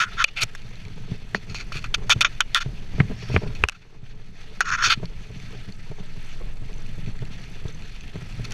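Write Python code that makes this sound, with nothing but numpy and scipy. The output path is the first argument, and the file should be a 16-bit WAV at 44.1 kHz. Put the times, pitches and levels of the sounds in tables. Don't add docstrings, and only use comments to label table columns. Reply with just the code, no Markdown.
import sys
import numpy as np
from scipy import signal
from scipy.fft import rfft, irfft, next_fast_len
from scipy.io import wavfile
from scipy.ndimage import uniform_filter1d

SR = 44100
rng = np.random.default_rng(int(sys.argv[2]) if len(sys.argv) > 2 else 0)


def log_audio(samples):
    frames = np.atleast_2d(samples).T
    limited = np.clip(frames, -1, 1)
    pcm = np.round(limited * 32767).astype(np.int16)
    wavfile.write(sys.argv[1], SR, pcm)


def natural_amplitude(level_db):
    exponent = np.asarray(level_db, float) / 20
    return 10 ** exponent


N = 376173

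# t/s, peak level/dB, main ring f/Hz, low shell level/dB, high shell level/dB
KNOCKS = [(0.241, -1.5, 2560, -54, -5.5), (0.55, -25, 1650, -44, -8), (1.3465, -6, 1870, -8, -20),
          (1.545, -26, 4200, -1.5, -4), (1.72, -19.5, 1320, -12.5, -42), (1.842, -25, 2560, -6, -16),
          (1.941, -11.5, 3160, -8, -10), (2.0954, -9, 1350, -14.5, 0), (2.208, -7, 2530, -10, 0),
          (2.248, -15, 1350, -4, -23), (2.406, -9.5, 1420, -9, 6), (2.546, -2, 3500, -24, -1.5),
          (3.001, -8.5, 1920, -9, -46), (3.004, -9, 2180, -11, -42), (3.3624, -6, 2370, -2.5, -44),
          (3.6372, -1.5, 2500, -5.5, -39), (3.686, -11.5, 2640, -10.5, 1), (3.695, -18.5, 2590, -10, -1),
          (4.6059, -2.5, 1536, -25, -5.5), (5.055, -28.5, 4370, -16, -6), (8.451, -24, 4360, -37, -1),
          (8.508, -33, 4520, -17, 6), (8.521, -32, 3150, -20, 10)]
# f/Hz, level/dB
KNOCK_LOW = [(604, -3), (800, -0.5), (1050, 2), (1366, 2), (1720, 2), (2050, -2.5)]
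# f/Hz, level/dB, t60/s
BUCKLE = [(568, -41, 0.11), (1350, -34, 0.11), (2880, -35, 0.26), (3480, -41, 0.11), (4100, -45, 0.12)]
# start t/s, end t/s, peak level/dB, place of the peak 0-1, brightness/dB
STROKES = [(-.012, 0.056, -17, 0.31, -6), (0.043, 0.098, -37.5, 0.44, -28), (0.111, 0.14, -44, 0.3, -12),
           (0.166, 0.234, -19.5, 0.7, -7.5), (0.273, 0.3, -36, 0.3, 10), (0.356, 0.401, -25, 0.6, 11.5),
           (0.373, 0.442, -19, 0.92, 10), (1.343, 1.391, -33, 0.05, 10), (1.586, 1.635, -37, 0.37, 3.5),
           (1.73, 1.8, -34, 0.49, 5), (2.094, 2.138, -11.5, 0.34, 6), (2.21, 2.242, -25, 0.36, -15),
           (2.545, 2.596, -16.5, 0.22, -2.5), (2.6, 2.633, -28, 0.47, -0.5), (2.406, 2.424, -26, 0.36, 4),
           (3.716, 3.735, -42.5, 0.3, 0), (3.74, 3.771, -48.5, 0.46, -1), (3.807, 3.832, -54, .5, 4.5),
           (3.297, 3.367, -35.5, 0.8, 12), (3.417, 3.443, -46.5, 0.7, 5), (3.468, 3.49, -46, 0.2, 5),
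           (4.643, 4.733, -28.5, 0.37, -9.5), (4.707, 4.765, -18.5, 0.45, -9),
           (4.763, 4.843, -25.5, 0.6, -10.5), (4.811, 4.879, -17, 0.62, 1.5), (4.856, 4.897, -23, 0.56, 3),
           (4.892, 4.947, -15, 0.34, 4), (8.439, 8.464, -36.5, 0.3, 6), (8.508, 8.528, -34.5, 0.8, 6)]
# start t/s, length t/s, level/dB, brightness/dB
SKIDS = [(0.242, 0.005, -3.5, 28), (0.549, 0.017, -35, 7), (1.496, 0.09, -39, 8), (1.548, 0.079, -30.5, 13),
         (1.721, 0.025, -28, 10), (1.84, 0.036, -28.5, -3), (1.943, 0.016, -12.5, 6.5),
         (2.211, 0.029, -9, 7.5), (2.2455, 0.035, -9.5, 2), (2.404, 0.02, -10, -1),
         (3.549, 0.053, -35.5, 13), (4.608, 0.027, -15, -6), (4.683, 0.018, -23, -7),
         (4.7, 0.016, -18, -17), (4.7201, .02, -24, -13), (4.8239, 0.013, -14.5, -14),
         (4.8384, .015, -13, -11), (4.688, 0.045, -24, -5), (4.785, 0.017, -18, -13)]
# t/s, then level/dB over the 2.5 kHz modes of the
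# 3 kHz, 4.5 kHz, 6 kHz and top modes
EDGE = [(0, 0, -8, -5.5, -19), (.1, 4, -6, -5, -22), (.235, -8, -11, -14, -47), (.35, -9.5, -13, -21, -29),
        (0.408, -9, -5.5, -9, -15), (.431, -3, -14, 0, -7), (1.343, -8, -0.5, -6, -22.5),
        (1.7, -7, -7, -11, -19), (1.93, 1, -2, -4, -18.5), (2.09, 2, -8.5, -5, -18.5),
        (2.2, 2, -8, -6, -17), (2.239, -3.5, -19, -10.5, -46), (2.4, 4, -14, -9.5, -35),
        (2.539, 5.5, -3, -5, -14), (2.6, 0, -2, -4.5, -18), (3.2, -8, -8, -12, -22),
        (4.599, -4, -3, 0, -25), (4.64, -7, -9, -2, -27), (4.762, 1, -15, -3, -29),
        (4.82, -0.5, -2, 1, -21), (4.885, 0, -2.5, -10, -23), (5, -4, -6, -4, -20)]
# f/Hz, width f/Hz, level/dB
SHELL_DEEP = [(607, 110, -1.5), (890, 80, -1)]
SHELL_LOW = [(1344, 117, 14), (1770, 1000, 0.5), (1100, 400, 2)]
SHELL_MIDDLE = [(2390, 810, 2.5), (2530, 265, 10.5), (2995, 100, -2), (3546, 290, -3.5)]
SHELL_UPPER = [(4300, 310, 11), (4810, 500, 3.1), (5600, 770, 3.9), (6020, 470, 6.2), (6670, 1000, 2.4)]
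SHELL_TOP = [(7530, 500, -2), (8560, 500, -2.5), (9240, 1260, -6), (10480, 590, -10), (11700, 900, -13),
             (13000, 740, -20), (14100, 500, -16), (15300, 800, -30)]
# start t/s, end t/s, from f/Hz, to f/Hz, level/dB
SQUEAK = (.4195, .431, 2800, 4850, -17)
# t/s, peak level/dB, ring f/Hz
SNAPS = [(0.3731, -21, 2600), (0.4193, -8.5, 2800), (0.4334, -14, 2300), (1.4957, -36, 1410),
         (1.585, -22, 2300), (1.6026, -22, 2350), (1.6097, -21, 2240), (1.7706, -18, 2500),
         (1.792, -26, 2520), (1.8272, -30, 2530), (1.8617, -28, 1350), (3.7199, -39, 1320),
         (4.656, -21, 1440), (4.682, -22, 1430), (4.6904, -21, 1290), (4.7034, -15, 1390),
         (4.7898, -20, 1380), (4.8387, -9, 1320), (4.8762, -16, 1320)]
# t/s, peak level/dB, ring f/Hz
TICKS = [(0.6193, -32, 2450), (0.756, -34, 4050), (0.8515, -28.5, 2300), (0.883, -32, 2180),
         (5.4, -33, 2280), (5.7235, -31.5, 4400), (6.571, -35, 2550), (6.73, -32, 2490),
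         (6.8627, -32, 2540), (7.062, -30, 2490), (7.1903, -31, 1980), (7.253, -30, 2630),
         (7.362, -35, 2500), (7.439, -33, 2800), (7.6818, -28, 3530), (7.822, -29, 2540),
         (7.895, -35, 2630), (7.962, -31.5, 2480), (8.009, -29, 2620), (8.079, -30.5, 2530),
         (8.157, -31, 2000), (8.325, -29, 2620)]
# t/s, peak level/dB, f/Hz, buzz level over the peak/dB
BUMPS = [(0.432, -30, 107, -10), (1.117, -26, 106, -18), (1.347, -24.5, 195, -3), (1.497, -31, 78, -31),
         (1.754, -27, 143, -15), (1.981, -29, 98.5, -39), (2.16, -18, 113.7, -20), (4.029, -35, 117, -22),
         (4.875, -31, 107, -11), (4.974, -27, 118, -35), (5.03, -26.5, 176, -4), (5.302, -51, 114, 0),
         (5.688, -32.5, 175, -16), (5.9, -29.5, 118, -28), (6.001, -34.5, 181, -18), (6.229, -39, 105, -22),
         (6.621, -32, 115, -15), (6.98, -30.5, 160, -14), (7.076, -24, 104, -22), (7.222, -29, 122, -9),
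         (7.653, -22, 119, -16), (8.143, -31, 140, -18), (8.155, -26.5, 154, -10), (5.914, -36, 139, -3),
         (8.216, -34, 131, -12), (8.394, -28.5, 124, -13)]
# t/s, peak level/dB, f/Hz, buzz level over the peak/dB
PLANKS = [(2.659, -21.5, 130, -17.5), (2.688, -25.5, 114, -20), (2.944, -22.5, 61.6, -46),
          (2.982, -22.5, 150, -11), (3.002, -3.5, 135, -18), (3.05, -24, 118, -38),
          (3.098, -28.5, 236, -12), (3.314, -23, 146, -16), (3.342, -15.5, 102, -11),
          (3.362, -12.5, 90, -5), (3.418, -43.5, 72.7, 6.5), (3.433, -36.5, 195, 4), (3.112, -34, 197, -1),
          (3.299, -28.5, 147, -6), (3.464, -33, 118, -8.5), (3.601, -26, 61.9, -20),
          (3.637, -15.5, 62.3, -9.5)]
# f/Hz, width f/Hz, level/dB
MOUNT_LOW = [(66.4, 82, -5), (118, 14.6, 6), (168.4, 38, -4), (248, 250, -26.5)]
MOUNT_BUZZ = [(423, 51, 4), (603, 12, -2.5), (885, 980, -9.5)]
# t/s, level/dB
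GUST = [(0.0, -45), (0.14, -34), (1.4, -34), (2.04, -25.5), (2.63, -29.5), (2.73, -25.5), (3.06, -32.5),
        (3.11, -19), (3.21, -39), (3.32, -28.5), (3.63, -22), (3.75, -43), (5.18, -29), (5.25, -38),
        (6.46, -29), (8.17, -31.5), (8.32, -25.5), (8.53, -31.5)]
# t/s, level/dB
GROUND = [(0.0, -46), (0.28, -55), (0.9, -44), (1.61, -47), (2.02, -44), (2.26, -46.5), (2.49, -51),
          (3.16, -43), (3.51, -37.5), (3.71, -59), (3.99, -52.5), (4.16, -50.5), (5.49, -43.5), (5.89, -50),
          (7.58, -44.5), (8.0, -47.5), (8.41, -47), (8.53, -36.5)]
# t/s, level/dB
LEAVES = [(0, -50.5), (.3, -50), (2.23, -49.5), (2.5, -51.5), (2.95, -48), (3.3, -45), (3.62, -48),
          (3.8, -60), (4.01, -58.5), (4.6, -49), (5.1, -50.5), (5.45, -48.5), (6.06, -52), (6.25, -46),
          (6.6, -52.5), (6.9, -49), (8.05, -50), (8.53, -44.5)]
# f/Hz, level per Hz/dB
TYRES = [(410, -17.5), (700, -3.5), (1150, -12.5), (1300, -0.5), (1430, -7), (1560, -1.5), (2490, 0),
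         (3870, -8), (4350, -5.5), (5150, -11), (6180, -15), (6850, -20), (12600, -32), (14000, -41),
         (15500, -52)]
# f/Hz, width f/Hz, level/dB
TYRE_RING = [(2530, 47, -9.5), (3530, 106, -2), (4325, 140, -10), (6150, 520, -1)]
# t/s, peak level/dB, ring f/Hz
CRACKLES = [(5.3138, -54, 5760), (5.3992, -43, 5900), (5.4266, -47, 6300), (5.7209, -46, 6100),
            (6.2607, -42, 6350), (6.6134, -51, 6160), (6.7391, -38, 6130), (6.781, -38, 6090),
            (6.8199, -39, 5680), (6.8658, -44, 6140), (7.0669, -45, 6090), (7.0878, -40, 5840),
            (7.1651, -49, 6130), (7.3816, -46, 5790), (7.4365, -47, 5920), (7.5148, -42, 6040),
            (7.6001, -51, 6280), (7.6431, -48, 6020), (7.685, -35, 6150), (7.7239, -39, 6190),
            (7.7468, -36, 6200), (7.9149, -54, 5840), (8.0072, -36, 6200), (8.2247, -46, 5770),
            (8.2601, -46, 5920), (8.3006, -48, 5700), (8.323, -46, 5700), (8.3744, -45, 5630)]
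# t/s, click rate f/Hz, level over the tyre hiss/dB
FREEWHEEL = [(0, 45, -23), (3.6, 45, -30), (5.2, 46, -26.5), (6.701, 49, -21.5), (7.05, 43, -23.5),
             (7.451, 49.5, -23), (7.9, 45.5, -22), (8.53, 48, -25)]
# t/s, level/dB
BRAKE = [
    (3.05, -79),
    (3.2, -53),
    (3.36, -50),
    (3.5, -72),
    (3.62, -78),
]
# f/Hz, width f/Hz, level/dB
PADS = [(4550, 370, -8), (5540, 320, -6)]
# start t/s, depth level/dB, recovery t/s
DUCK = (3.3, -2, 0.24)
# f/Hz, width f/Hz, depth 0-1
CASE_GAPS = [(4940, 133, 0.5), (8860, 400, 0.56), (13800, 300, .45)]

KNOCK_T60_S, CRACK_DB, CRACK_DULLING = 0.012, 0.5, 0.047
KNOCK_UPPER_DB, KNOCK_TOP_DB = -7, -4.5
ARCH_DB, LIFT_DB, LAND_DB, SKID_FALL_DB = 39.5, 17, 12.5, 30.5
DEEP_DB = -21.5
EVENNESS, EVEN_S = 0.38, 0.012
BUMP_T60_S, PLANK_T60_S, DAMPING = 0.072, 0.082, 0.22
HEAVE_HZ, HEAVE_WIDTH_HZ, HEAVE_TAIL_DB = 12.52, 0.62, -9.5
RUMBLE_DB, BUZZ_DB, BUZZ_FOLLOWS, HISS_DB = 2, -57, 0.82, 2
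SHAKE_LEAD_S, SHAKE_S, SHAKE_FROM_DB = 0.0078, 0.019, -46.5
SHAKE_RUMBLE, SHAKE_BUZZ, SHAKE_HISS = 0.51, 0.22, 0.11
LIMIT_DB, LIMIT_S = -13.5, 0.039
CUTOFF_HZ = 16300


def knocks():
    out, t = np.zeros(N), np.arange(int(0.03 * SR)) / SR
    t60 = KNOCK_T60_S
    for s, db, hz, low_db, high_db in KNOCKS:
        low_luck, upper_luck, top_luck, sing_luck = rng.normal(0, 2, (4, 6))
        low = high = sing = 0
        for k, ((mode_hz, mode_db), luck) in enumerate(zip(KNOCK_LOW, low_luck)):
            low = low + (-1) ** k * natural_amplitude(mode_db + luck) * decaying(mode_hz, t60 * 0.64, rise=0.00025)
        for (mode_hz, _, mode_db), luck in zip(SHELL_UPPER[1:] + SHELL_TOP, [*upper_luck, *top_luck]):
            group_db = KNOCK_TOP_DB if mode_hz > SHELL_UPPER[-1][0] else KNOCK_UPPER_DB
            high = high + natural_amplitude(mode_db + luck + group_db) * decaying(mode_hz, t60 * 0.27, rise=0.0001)
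        for (mode_hz, mode_db, ring_s), luck in zip(BUCKLE, sing_luck):
            level_db = mode_db + luck + 0.3 * high_db + 0.72 * db
            sing = sing + natural_amplitude(level_db) * decaying(mode_hz, ring_s, rise=0.0014)
        ring = decaying(hz, t60, rise=0.00015) + natural_amplitude(low_db) * low + natural_amplitude(high_db) * high + sing
        add(out, s + 0.00054, natural_amplitude(db) * ring)
        burst = rng.standard_normal(len(t)) * natural_amplitude(-60 * t / (t60 * 1.1))
        crack = band(burst, hz * 0.45, hz * 1.25, order=3)
        add(out, s + 0.000698, natural_amplitude(db + CRACK_DB + CRACK_DULLING * high_db) * crack)
    return out


def rubs():
    slips = rng.standard_normal((4, N)) + 0.21 * grains(2400, 7.1)
    slips *= natural_amplitude(1.5 * drift(90))
    press, bright_db = strap()
    since, *edge_db = np.transpose(EDGE)
    row = np.clip(np.searchsorted(since, np.arange(N) / SR) - 1, 0, None)
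    low_share = 1 / (1 + natural_amplitude(2 * bright_db))
    edge = natural_amplitude(edge_db)[:, row]
    middle = np.sqrt((1 - low_share) / (1 + np.sum(edge ** 2, axis=0)))
    gains = [np.sqrt(low_share), middle, *(middle * edge), middle * natural_amplitude(DEEP_DB)]
    groups = [(SHELL_LOW, 1050, 2300), (SHELL_MIDDLE[:2], 1900, 2900), (SHELL_MIDDLE[2:], 2750, 3900),
              (SHELL_UPPER[:2], 3900, 5200), (SHELL_UPPER[2:], 5000, 6750), (SHELL_TOP, 7000, 15300),
              (SHELL_DEEP, 450, 1050)]
    out = 0
    for slip, gain, (modes, low_hz, high_hz) in zip([*slips, *slips[1:]], gains, groups):
        steady = band(resonate(slip, modes), low_hz, high_hz, order=5)
        played = band(resonate(slip * gain * press, modes), low_hz, high_hz, order=5)
        swing = uniform_filter1d(steady ** 2, round(EVEN_S * SR)) / np.var(steady) + 0.05
        out = out + played * swing ** (-EVENNESS / 2) / np.std(steady)
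    return out


def strap():
    press, bright = np.full(N, 1e-9), np.zeros(N)
    rows = [(*stroke, False) for stroke in STROKES]
    rows += [(start, start + length, db, 0, bright_db, True) for start, length, db, bright_db in SKIDS]
    for start, end, db, place, bright_db, skid in rows:
        i, j = max(round(start * SR), 0), min(round(end * SR), N)
        u = (np.arange(i, j) / SR - start) / (end - start)
        if skid:
            loss_db = SKID_FALL_DB * u
        else:
            loss_db = ARCH_DB * (np.clip(u, 1 / 8, 7 / 8) - place) ** 2
            loss_db = loss_db + LIFT_DB * np.maximum(8 * u - 7, 0) + LAND_DB * np.maximum(1 - 6 * u, 0)
        shape = natural_amplitude(db - loss_db)
        bright[i:j] = np.where(shape > press[i:j], bright_db, bright[i:j])
        press[i:j] = np.maximum(press[i:j], shape)
    return press, bright


def squeak():
    start, end, from_hz, to_hz, db = SQUEAK
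    out, u = np.zeros(N), np.linspace(0, 1, round((end - start) * SR))
    phase = 2 * np.pi * np.cumsum(from_hz + (to_hz - from_hz) * u) / SR
    add(out, start, natural_amplitude(db) * np.sin(np.pi * u ** 2.3) * np.sin(phase))
    return out


def ticks():
    out = np.zeros(N)
    edge = sum(natural_amplitude(db - 15) * decaying(hz, 0.0047, rise=0.0001) for hz, _, db in SHELL_UPPER[::2])
    for s, db, hz in TICKS + SNAPS:
        add(out, s, natural_amplitude(db + 1) * (decaying(hz, 0.01, rise=0.00056) + edge))
    return out


def bumps():
    out, t = np.zeros(N), np.arange(int(0.019 * SR)) / SR
    grit = rms_one(band(rng.standard_normal(N), 330, 1850, order=2))
    jolts = [(*row, BUMP_T60_S) for row in BUMPS] + [(*row, PLANK_T60_S) for row in PLANKS]
    for s, db, hz, buzz_db, ring_s in jolts:
        t60 = ring_s * natural_amplitude(-DAMPING * (db + 28))
        buzz = sum(natural_amplitude(d) * decaying(h, t60 * 0.4, rise=0.00054) for h, _, d in MOUNT_BUZZ)
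        add(out, s, natural_amplitude(db + 7.5) * (decaying(hz, t60, rise=0.0019) + natural_amplitude(buzz_db) * buzz))
        puff = grit[round(s * SR):][:len(t)] * (t / 0.008) * np.exp(-t / 0.008)
        add(out, s, natural_amplitude(db + buzz_db - 5) * puff)
    return out


def wind(db):
    white = rng.standard_normal((2, N + SR))
    heave = resonate(white[0], [(HEAVE_HZ, HEAVE_WIDTH_HZ, 0)])[SR:]
    lumps = band(white[1], 21.1, 38.6, order=2)[SR:]
    return natural_amplitude(db) * (rms_one(heave) + natural_amplitude(HEAVE_TAIL_DB + 1.2 * drift(1.7)) * rms_one(lumps))


def mount(rumble_db, buzz_db):
    rough_db = 1.2 * drift(14)
    low = resonate(grains(300, 3.5) * natural_amplitude(rough_db), MOUNT_LOW)
    buzz = resonate(grains(500, 2.2) * natural_amplitude(rough_db + 5.4 * drift(23)), MOUNT_BUZZ)
    rumble = natural_amplitude(rumble_db + 2) * rms_one(band(low, 31, 325, order=2))
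    return rumble + natural_amplitude(buzz_db + 1) * rms_one(band(buzz, 220, 1000, order=2))


def shake():
    t, power = np.arange(0, N, 20) / SR, 1
    for s, db, _, _ in BUMPS + PLANKS:
        away = np.maximum((s - t) / SHAKE_LEAD_S, (t - s) / SHAKE_S)
        power = power + natural_amplitude(2 * (db - SHAKE_FROM_DB)) * np.exp(-2 * away)
    return np.repeat(10 * np.log10(power), 20)[:N]


def tyres(db):
    hz, level_db = np.transpose(TYRES)
    out, common_db = 0, 1.64 * drift(40) + 1.44 * drift(6)
    edges = np.geomspace(450, 16000, 15)
    crackle = [rng.standard_normal(N) + 0.7 * grains(400, 5.5) for _ in range(2)]
    for k, (low_hz, high_hz) in enumerate(zip(edges, edges[1:])):
        flicker = natural_amplitude(common_db + 1.6 * drift(17.5))
        out = out + flicker * band(crackle[k % 2], low_hz, high_hz, order=2)
    size = next_fast_len(N)
    grid_hz = np.arange(1, size // 2 + 2) * SR / size
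    colour = natural_amplitude(np.interp(np.log(grid_hz), np.log(hz), level_db))
    out = irfft(rfft(out, size) * colour, size)[:N]
    ring = sum(resonate(out, [mode]) for mode in TYRE_RING)
    return natural_amplitude(db - 2.5) * rms_one(out + ring)


def crackles():
    out = np.zeros(N)
    for s, db, hz in CRACKLES:
        pair = decaying(hz, 0.019, rise=0.0004) + decaying(hz * 1.2, 0.0047, rise=0.00051)
        add(out, s, natural_amplitude(db - 2.5) * pair)
    return out


def freewheel(hiss_db):
    s, per_s, db = np.transpose(FREEWHEEL)
    t = np.arange(N) / SR
    rate = np.interp(t, s, per_s)
    since = np.cumsum(rate / SR) % 1 / rate
    bursts = rng.standard_normal(N) * np.exp(-since / 0.0067) * natural_amplitude(1.7 * drift(22))
    bright = band(resonate(bursts, SHELL_TOP), 5700, 14500, order=2)
    return natural_amplitude(hiss_db + np.interp(t, s, db)) * rms_one(bright)


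def brake():
    s, db = np.transpose(BRAKE)
    hiss = resonate(resonate(rng.standard_normal(N), PADS), PADS)
    return natural_amplitude(np.interp(np.arange(N) / SR, s, db, left=-120, right=-120)) * rms_one(hiss)


def ducking():
    t = np.arange(0, N, 20) / SR
    dips = [DUCK] + [(s, -max(db - LIMIT_DB, 0), LIMIT_S) for s, db, *_ in KNOCKS]
    db = sum(depth * (t > s) * np.exp(-np.abs(t - s) / recovery) for s, depth, recovery in dips)
    return np.interp(np.arange(N) / SR, t, natural_amplitude(db))


def resonate(x, modes):
    out = 0
    for k, (hz, width_hz, db) in enumerate(modes):
        r = np.exp(-np.pi * width_hz / SR)
        a = [1, -2 * r * np.cos(2 * np.pi * hz / SR), r * r]
        out = out + (-1) ** k * natural_amplitude(db) * signal.lfilter([(1 - r * r) / 2, 0, (r * r - 1) / 2], a, x)
    return out


def decaying(hz, t60, rise):
    t = np.arange(int(0.2 * SR)) / SR
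    return -np.sin(2 * np.pi * hz * t) * natural_amplitude(-60 * t / max(t60, 0.003)) * (1 - np.exp(-t / rise)) ** 2


def grains(per_s, spread_db):
    sizes = natural_amplitude(spread_db * np.minimum(rng.exponential(1, N), 4)) * rng.choice([-1, 1], N)
    return sizes * (rng.random(N) < per_s / SR) + 1e-18


def drift(rate):
    r = np.exp(-80 * np.pi * rate / SR)
    slow = signal.lfilter([1], [1, -2 * r, r * r], rng.standard_normal(N // 40 + 2002))[2000:]
    return np.interp(np.arange(N) / 40, np.arange(len(slow)), rms_one(slow - slow.mean()))


def band(x, low_hz, high_hz, order):
    return signal.sosfilt(signal.butter(order, [low_hz, high_hz], "band", fs=SR, output="sos"), x)


def rms_one(x):
    return x / np.sqrt(np.mean(x ** 2) + 1e-20)


def curve(rows):
    return np.interp(np.arange(N) / SR, *np.transpose(rows))


def add(out, s, x):
    i = round(s * SR)
    out[i:i + len(x)] += x[:N - i]


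def scene():
    rough, jolt = curve(GROUND), shake()
    rumble_db = rough + RUMBLE_DB + SHAKE_RUMBLE * jolt
    buzz_db = BUZZ_DB + BUZZ_FOLLOWS * (rough - rough.mean()) + SHAKE_BUZZ * jolt
    hiss_db = curve(LEAVES) + HISS_DB + SHAKE_HISS * jolt
    steady = wind(curve(GUST)) + mount(rumble_db, buzz_db) + tyres(hiss_db) + freewheel(hiss_db) + brake()
    struck = knocks() + rubs() + squeak() + ticks() + bumps() + crackles()
    return (struck + ducking() * steady)[None]


def top_cut(x):
    return signal.sosfilt(signal.butter(12, 15880, fs=SR, output="sos"), x)


def record(dry):
    gaps = sum(depth * resonate(dry, [(hz, width_hz, 0)]) for hz, width_hz, depth in CASE_GAPS)
    low_pass = signal.cheby2(8, 50, CUTOFF_HZ, fs=SR, output="sos")
    mix = signal.sosfilt(low_pass, np.clip(dry - gaps, -1, 1))
    return top_cut(np.clip(mix, -1, 1))


dry = scene()
out = record(dry)
log_audio(out)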